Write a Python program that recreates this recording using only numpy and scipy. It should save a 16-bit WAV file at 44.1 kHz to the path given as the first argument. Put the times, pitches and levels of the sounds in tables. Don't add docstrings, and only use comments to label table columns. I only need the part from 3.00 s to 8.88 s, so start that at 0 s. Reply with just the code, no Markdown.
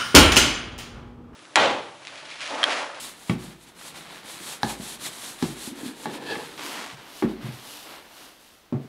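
import sys
import numpy as np
from scipy import signal
from scipy.fft import rfft, irfft, next_fast_len
from scipy.io import wavfile
from scipy.ndimage import map_coordinates

SR = 44100
rng = np.random.default_rng(int(sys.argv[2]) if len(sys.argv) > 2 else 0)


def digitize_waveform(pressure):
    field = np.atleast_2d(pressure).T
    bounded = np.clip(field, -1, 1)
    quanta = np.round(bounded * 32767).astype(np.int16)
    wavfile.write(sys.argv[1], SR, quanta)


N = 259305

# frequency in Hz, time to decay by 60 dB (T60) in seconds.
ROOM_DECAY = [(100, 0.23), (300, 0.98), (1000, 0.29), (4000, 0.3), (12000, 0.13)]
# frequency in Hz, relative spectral density in dB.
AIR_SPECTRUM = [(25, 12), (55, 3), (110, 1.5), (300, 4), (1000, 0.5), (4000, -7.5), (10000, -18.5),
                (15500, -17)]
SWISH_SPECTRUM = [(1000, -52), (2800, 2.5), (5000, 0), (7000, -4.5), (11500, -4), (13500, -7), (15500, -16)]
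FOLD_SPECTRUM = [(25, -45), (70, -20), (150, -10.5), (300, 3), (480, -2.5), (830, 0.5), (1400, -2.5),
                 (2300, -4.5), (4200, -9.5), (6000, -23), (11000, -50)]
SOLE_SPECTRUM = [(70, -34), (150, -13), (280, 2), (550, -5.5), (950, 0.5), (1600, -3.5), (3300, -5.5),
                 (5300, -11.5), (9000, -17), (12000, -23), (15500, -34)]
DUST_SPECTRUM = [(1000, -60), (2300, -15), (3300, -4), (4200, -5), (5100, -9), (8000, -5.5), (10500, -7),
                 (12500, -13), (15500, -24.5)]
CHIP_SPECTRUM = [(60, -55), (220, -41), (500, -2), (900, 0.5), (1400, -1), (2100, -1.5), (2900, -4),
                 (3800, -3), (4600, -8), (6000, -15.5), (10000, -32)]
RUMBLE_SPECTRUM = [(25, -28), (55, -12), (90, -11), (140, 1), (230, 2), (340, 2.5), (480, -3.5), (900, -33),
                   (2500, -70)]
# frequency in Hz, relative level in dB, T60 in seconds.
DRUM_MODES = [(124.5, -1, 0.32), (145.1, -2.5, 0.26), (177.6, 0.5, 0.1), (218, 0.5, 0.2), (237.5, 2, 0.16),
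              (281, -11.5, 0.49), (313.5, -14, 0.29), (331.8, -4, 0.24), (365.6, -3, 0.35), (411.3, -8, .3),
              (501, -18, 0.21), (613, -6, 0.24)]
PADDLE_MODES = [(836, 5, 0.024), (1690, -1, 0.017), (3950, 3, 0.0064), (5660, 0, 0.0027)]
WALL_MODES = [(1121, -11.5, 0.064), (1287, -5, 0.015), (1840, -18, 0.088), (2030, -8, 0.028),
              (2260, -2, 0.02), (2690, -5, 0.021), (3260, -2, 0.019)]
# frequency in Hz, bandwidth in Hz, relative gain in dB.
GROAN_RESONANCES = [(288, 51, -2), (473, 64, -1.5), (880, 130, -5.5), (1055, 54, -14)]
RASP_RESONANCES = [(1680, 80, 0), (1765, 75, -1.5), (2620, 130, -10), (3300, 300, -14), (4250, 800, -16)]
# time of peak speed, rise and fall in seconds, swish and folds in dB.
LIMB_MOVES = [(3.68, .09, 0.093, -41, -53), (4.01, .044, 0.15, -68, -49.5), (4.206, .142, 0.045, -46, -49),
              (4.301, .04, 0.065, -54, -47.5), (4.469, 0.058, 0.048, -48.5, -41),
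              (4.536, .03, .075, -49.5, -48.5), (4.718, .13, .22, -43, -46.5),
              (4.914, .051, 0.095, -53, -44), (5.224, 0.13, 0.1, -48, -49.5),
              (5.46, 0.15, 0.17, -55.5, -60), (5.838, .04, .06, -62.5, -56.5)]
# start in seconds, level in dB.
GRIT_CRACKS = [(3.578, -34.5), (3.593, -28.5), (3.640, -48), (3.713, -40), (3.900, -32.5)]
# time of peak speed, rise and fall in seconds, groan and rasp in dB.
WALL_SCRAPES = [(2.83, 0.06, 0.1, -48, -52), (3.165, 0.13, 0.14, -40.5, -50.5),
                (3.317, 0.051, 0.031, -35, -31.5), (3.36, 0.042, 0.072, -35.5, -41)]
# time of peak speed, rise and fall in seconds, hiss and crunch in dB.
PADDLE_STROKES = [(0.046, 0.118, 0.057, -37.5, -43), (0.094, 0.04, 0.03, -40.5, -49),
                  (0.319, 0.21, 0.041, -49.0, -50.5), (0.449, 0.064, 0.077, -48, -47.5),
                  (0.642, 0.056, 0.024, -54, -62.5), (0.695, 0.033, 0.022, -51, -50),
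                  (0.88, 0.09, 0.036, -42.0, -43.5), (0.996, 0.059, 0.074, -46.5, -43),
                  (1.152, 0.094, 0.14, -51.5, -45), (1.336, 0.079, 0.063, -41.5, -45),
                  (1.531, 0.13, 0.03, -36.5, -41), (1.72, 0.076, 0.031, -36, -38),
                  (1.929, 0.13, 0.032, -37.5, -42), (2.068, 0.061, 0.037, -35, -40),
                  (2.295, 0.24, 0.075, -40, -43.5), (2.465, 0.081, 0.13, -40.5, -43),
                  (2.675, 0.12, 0.034, -39.0, -45.5), (2.882, 0.12, 0.038, -42.5, -43.0),
                  (3.053, 0.09, 0.018, -44, -47), (3.171, 0.101, 0.015, -46.5, -41.5),
                  (3.399, 0.175, 0.19, -46, -41.5)]
# start in seconds, thud level in dB, register in Hz,
# spread in octaves, rise in seconds, crunch level in dB.
SOFT_BLOWS = [(0.439, -42, 216, 0.79, 0.0012, -42), (0.474, -38, 180, 0.34, .004, -55),
              (1.798, -34, 206, 0.77, 0.00099, -29), (2.446, -23, 137, 0.31, 0.013, -52),
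              (2.674, -27.5, 275, 0.18, 0.0024, -32), (2.716, -32.5, 257, 0.5, 0.0033, -52),
              (2.831, -26, 290, 0.21, 0.0039, -47), (2.860, -27.5, 258, 0.32, 0.0026, -44),
              (3.927, -39, 134, .4, 0.0053, -34.5), (4.2442, -21, 217, 0.41, 0.00067, -29),
              (4.429, -18.5, 136, 0.79, 0.03, -47), (5.7245, -20.5, 250, 0.66, 0.0014, -21),
              (5.739, -15.5, 137, 0.14, 0.016, -23)]
# start in seconds, thud level in dB, register in Hz, spread in octaves,
# rise in seconds, levels of floor, paddle, wall and crunch in dB, treble cutoff of the contact in Hz.
HARD_BLOWS = [(0.296, -18.5, 184, 1.17, 0.00072, -43, -30.5, -16.5, -21, 3160),
              (1.632, -22, 230, 0.93, 0.0019, -40, -14.5, -47, -27.5, 8000),
              (2.425, -21, 257, 0.91, 0.0011, -48, -25.5, -37, -20.5, 4700),
              (3.057, -23.5, 290, 0.7, 0.0073, -65, -23, -20, -30, 3000),
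              (3.354, -59, 396, 0.64, .001, -73, -36, -21.5, -53, 1790),
              (4.2232, -15, 319, 0.55, 0.0037, -41.5, -24.5, -14, -17.5, 1400)]

STROKE_SHAPE, MOVE_SHAPE = (2.2, 1.08), (1.56, 1.53)


def amp(db):
    return 10 ** (np.asarray(db) / 20)


def unit(x):
    return x / np.sqrt(np.mean(x ** 2) + 1e-20)


def along(points, hz):
    freqs, values = np.transpose(points)
    return np.interp(np.log(hz + 1), np.log(freqs + 1), values)


def add(track, start_s, sound):
    start = round(start_s * SR)
    track[start:start + len(sound)] += sound[:N - start]


def filtered(x, response):
    size = next_fast_len(len(x) + 8192)
    return irfft(rfft(x, size) * response(np.fft.rfftfreq(size, 1 / SR)), size)[:len(x)]


def coloured(x, spectrum):
    return unit(filtered(x, lambda hz: amp(along(spectrum, hz))))


def resonant(x, resonances):
    def response(hz):
        return sum((-1) ** k * amp(db) * 1j * hz * width / (centre ** 2 - hz ** 2 + 1j * hz * width)
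                   for k, (centre, width, db) in enumerate(resonances))
    return unit(filtered(x, response))


def ring(modes, t, vary_db, weight=np.ones_like):
    hz, db, t60 = np.transpose(modes)[:, :, None]
    signs = (-1) ** np.arange(len(hz))[:, None]
    strengths = signs * weight(hz) * amp(db + vary_db * rng.standard_normal(hz.shape))
    return np.sum(strengths * amp(-60 * t / t60) * np.sin(2 * np.pi * hz * t), axis=0)


def flicker(depth_db, rate_hz):
    knots = rng.standard_normal(int(N * rate_hz / SR) + 4)
    return amp(depth_db * map_coordinates(knots, [np.arange(N) * rate_hz / SR]))


def grains(per_s, scatter_db):
    sizes = amp(scatter_db * np.minimum(rng.exponential(size=N), 5)) * rng.choice([-1, 1], N)
    slips = unit(sizes * (rng.random(N) < per_s / SR))
    return unit(slips + rng.standard_normal(N))


def speed(peak_s, rise, fall, shape):
    t = np.arange(N) / SR - peak_s
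    before, after = (-t[t < 0] / rise) ** shape[0], (t[t >= 0] / fall) ** shape[1]
    return np.exp(-np.concatenate([before, after]))


def room(x, wet_db):
    hz, frame_s, bands = signal.stft(rng.standard_normal(SR // 2), SR, nperseg=256)
    decay = amp(-60 * frame_s / along(ROOM_DECAY, hz)[:, None])
    tail = signal.istft(bands * decay, SR, nperseg=256)[1]
    tail *= 1 - np.exp(-(np.arange(len(tail)) / SR / 0.0044) ** 2)
    return x + amp(wet_db) * signal.fftconvolve(x, tail / np.linalg.norm(tail))[:len(x)]


def workshop_air():
    return amp(-57) * coloured(rng.standard_normal(N), AIR_SPECTRUM)


def clothes():
    swish_power, fold_power = np.zeros((2, N))
    for peak_s, rise, fall, swish_db, folds_db in LIMB_MOVES:
        limb_speed = speed(peak_s, rise, fall, MOVE_SHAPE)
        swish_power += (amp(swish_db) * limb_speed) ** 2
        fold_power += (amp(folds_db) * limb_speed ** 0.64) ** 2
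    folds = np.sqrt(fold_power) * coloured(grains(per_s=700, scatter_db=1), FOLD_SPECTRUM)
    swish = np.sqrt(swish_power) * coloured(grains(per_s=3500, scatter_db=2.5), SWISH_SPECTRUM)
    return (folds + swish) * flicker(depth_db=0.51, rate_hz=45)


def boot(start_s=3.573, attack_s=0.02, hold_s=0.25, release_s=0.11):
    since = np.maximum(np.arange(N) / SR - start_s, 0)
    drag = (1 - np.exp(-since / attack_s)) * np.exp(-np.maximum(since - hold_s, 0) / release_s)
    grinding = coloured(grains(per_s=1500, scatter_db=3), SOLE_SPECTRUM)
    out = amp(-35) * drag * grinding * flicker(depth_db=0.9, rate_hz=45)
    t = np.arange(SR // 20) / SR
    for crack_s, db in GRIT_CRACKS:
        crack = coloured(rng.standard_normal(len(t)), CHIP_SPECTRUM) * amp(-60 * t / 0.02)
        add(out, crack_s, amp(db) * crack)
    return out


def squeak(peak_s=2.063, width_s=0.011, pitch_hz=1925, octaves_per_s=-23):
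    t = np.linspace(-4, 4, round(8 * width_s * SR)) * width_s
    phase = 2 * np.pi * np.cumsum(pitch_hz * 2 ** (octaves_per_s * t)) / SR
    tone = np.sin(phase) + 1.1 * np.sin(2 * phase)
    out = np.zeros(N)
    add(out, peak_s + t[0], amp(-36.5) * np.exp(-(t / width_s) ** 2) * tone)
    return out


def scrape():
    groan_power, rasp_power = np.zeros((2, N))
    for peak_s, rise, fall, groan_db, rasp_db in WALL_SCRAPES:
        blade_speed = speed(peak_s, rise, fall, MOVE_SHAPE)
        groan_power += (amp(groan_db) * blade_speed) ** 2
        rasp_power += (amp(rasp_db) * blade_speed) ** 2
    groan = np.sqrt(groan_power) * resonant(grains(per_s=440, scatter_db=3), GROAN_RESONANCES)
    rasp = np.sqrt(rasp_power) * resonant(grains(per_s=830, scatter_db=-1), RASP_RESONANCES)
    rumble = np.sqrt(groan_power) * coloured(grains(per_s=150, scatter_db=1), RUMBLE_SPECTRUM)
    rubbed = signal.lfilter(*signal.butter(3, 6500, fs=SR), groan + rasp)
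    return room(rubbed * flicker(depth_db=1.6, rate_hz=70), wet_db=-12) + amp(-6.5) * rumble


def sawdust():
    hiss_power, chip_power, rumble_power = np.zeros((3, N))
    for peak_s, rise, fall, hiss_db, chips_db in PADDLE_STROKES:
        blade_speed = speed(peak_s, rise, fall, STROKE_SHAPE)
        hiss_power = np.maximum(hiss_power, (amp(hiss_db) * blade_speed) ** 2)
        chip_power += (amp(chips_db) * blade_speed ** 0.66) ** 2
        rumble_power += (amp(chips_db - 8.5) * blade_speed ** 0.45) ** 2
    hiss = np.sqrt(hiss_power) * coloured(grains(per_s=5000, scatter_db=1), DUST_SPECTRUM)
    chips = np.sqrt(chip_power) * coloured(grains(per_s=1500, scatter_db=3), CHIP_SPECTRUM)
    rumble = np.sqrt(rumble_power) * coloured(grains(per_s=170, scatter_db=0.5), RUMBLE_SPECTRUM)
    return (hiss + chips) * flicker(depth_db=1.16, rate_hz=38.47) + rumble


def crunch(t, cutoff_hz):
    crack, crumble = 2 * amp(-60 * t / 0.012), 0.5 * amp(-60 * t / 0.22)
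    return rng.standard_normal(len(t)) * (crack + crumble) * np.sqrt(3000 / cutoff_hz)


def muffled(x, cutoff_hz):
    thin = signal.lfilter(*signal.butter(2, 131, "highpass", fs=SR), x)
    return signal.lfilter(*signal.butter(2, cutoff_hz, fs=SR), thin)


def drum_thud(t, register_hz, spread, rise):
    def band(hz):
        return 1 / (1 + (np.log2((hz + 1) / register_hz) / spread) ** 2 / 2) ** 2
    push = 2.8 * amp(-60 * t / 0.038) * np.sin(2 * np.pi * register_hz * t)
    drum = 0.57 * ring(DRUM_MODES, t, vary_db=2.5, weight=band)
    settling = 0.36 * unit(filtered(rng.standard_normal(len(t)), band)) * amp(-60 * t / 0.28)
    radiation = signal.butter(4, 82, "highpass", fs=SR)
    return signal.lfilter(*radiation, (push + drum + settling) * (1 - np.exp(-t / rise)))


def blow_in_room(thud, contact):
    return room(thud, wet_db=-16.5) + room(contact, wet_db=-9)


def thuds(cutoff_hz=630):
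    out, t = np.zeros(N), np.arange(int(0.7 * SR)) / SR
    for start_s, thud_db, register_hz, spread, rise, crunch_db in SOFT_BLOWS:
        thud = amp(thud_db) * drum_thud(t, register_hz, spread, rise)
        chips = amp(crunch_db) * crunch(t, cutoff_hz) * (1 - np.exp(-t / rise))
        add(out, start_s, blow_in_room(thud, muffled(chips, cutoff_hz)))
    return out


def knocks(floor_hz=55, floor_t60=0.93):
    out, t = np.zeros(N), np.arange(int(0.7 * SR)) / SR
    floor = amp(-60 * t / floor_t60) * np.sin(2 * np.pi * floor_hz * t) * (1 - np.exp(-t / 0.017))
    for (start_s, thud_db, register_hz, spread, rise,
         floor_db, paddle_db, wall_db, crunch_db, cutoff_hz) in HARD_BLOWS:
        thud = amp(thud_db) * drum_thud(t, register_hz, spread, rise) + amp(floor_db) * floor
        wood = amp(paddle_db) * ring(PADDLE_MODES, t, vary_db=0.5)
        steel = amp(wall_db) * ring(WALL_MODES, t, vary_db=1.6)
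        chips = amp(crunch_db) * crunch(t, cutoff_hz)
        contact = wood + (steel + chips) * (1 - np.exp(-t / rise))
        add(out, start_s, blow_in_room(thud, muffled(contact, cutoff_hz)))
    return out


def scene():
    mono = knocks() + thuds() + sawdust() + squeak() + scrape() + boot() + clothes() + workshop_air()
    return np.array([mono, mono])


def record(dry):
    bass_cut = signal.butter(2, 42, "highpass", fs=SR)
    return np.array([filtered(signal.lfilter(*bass_cut, ch), lambda hz: hz < 15750) for ch in dry])


dry = scene()
out = record(dry)
digitize_waveform(out)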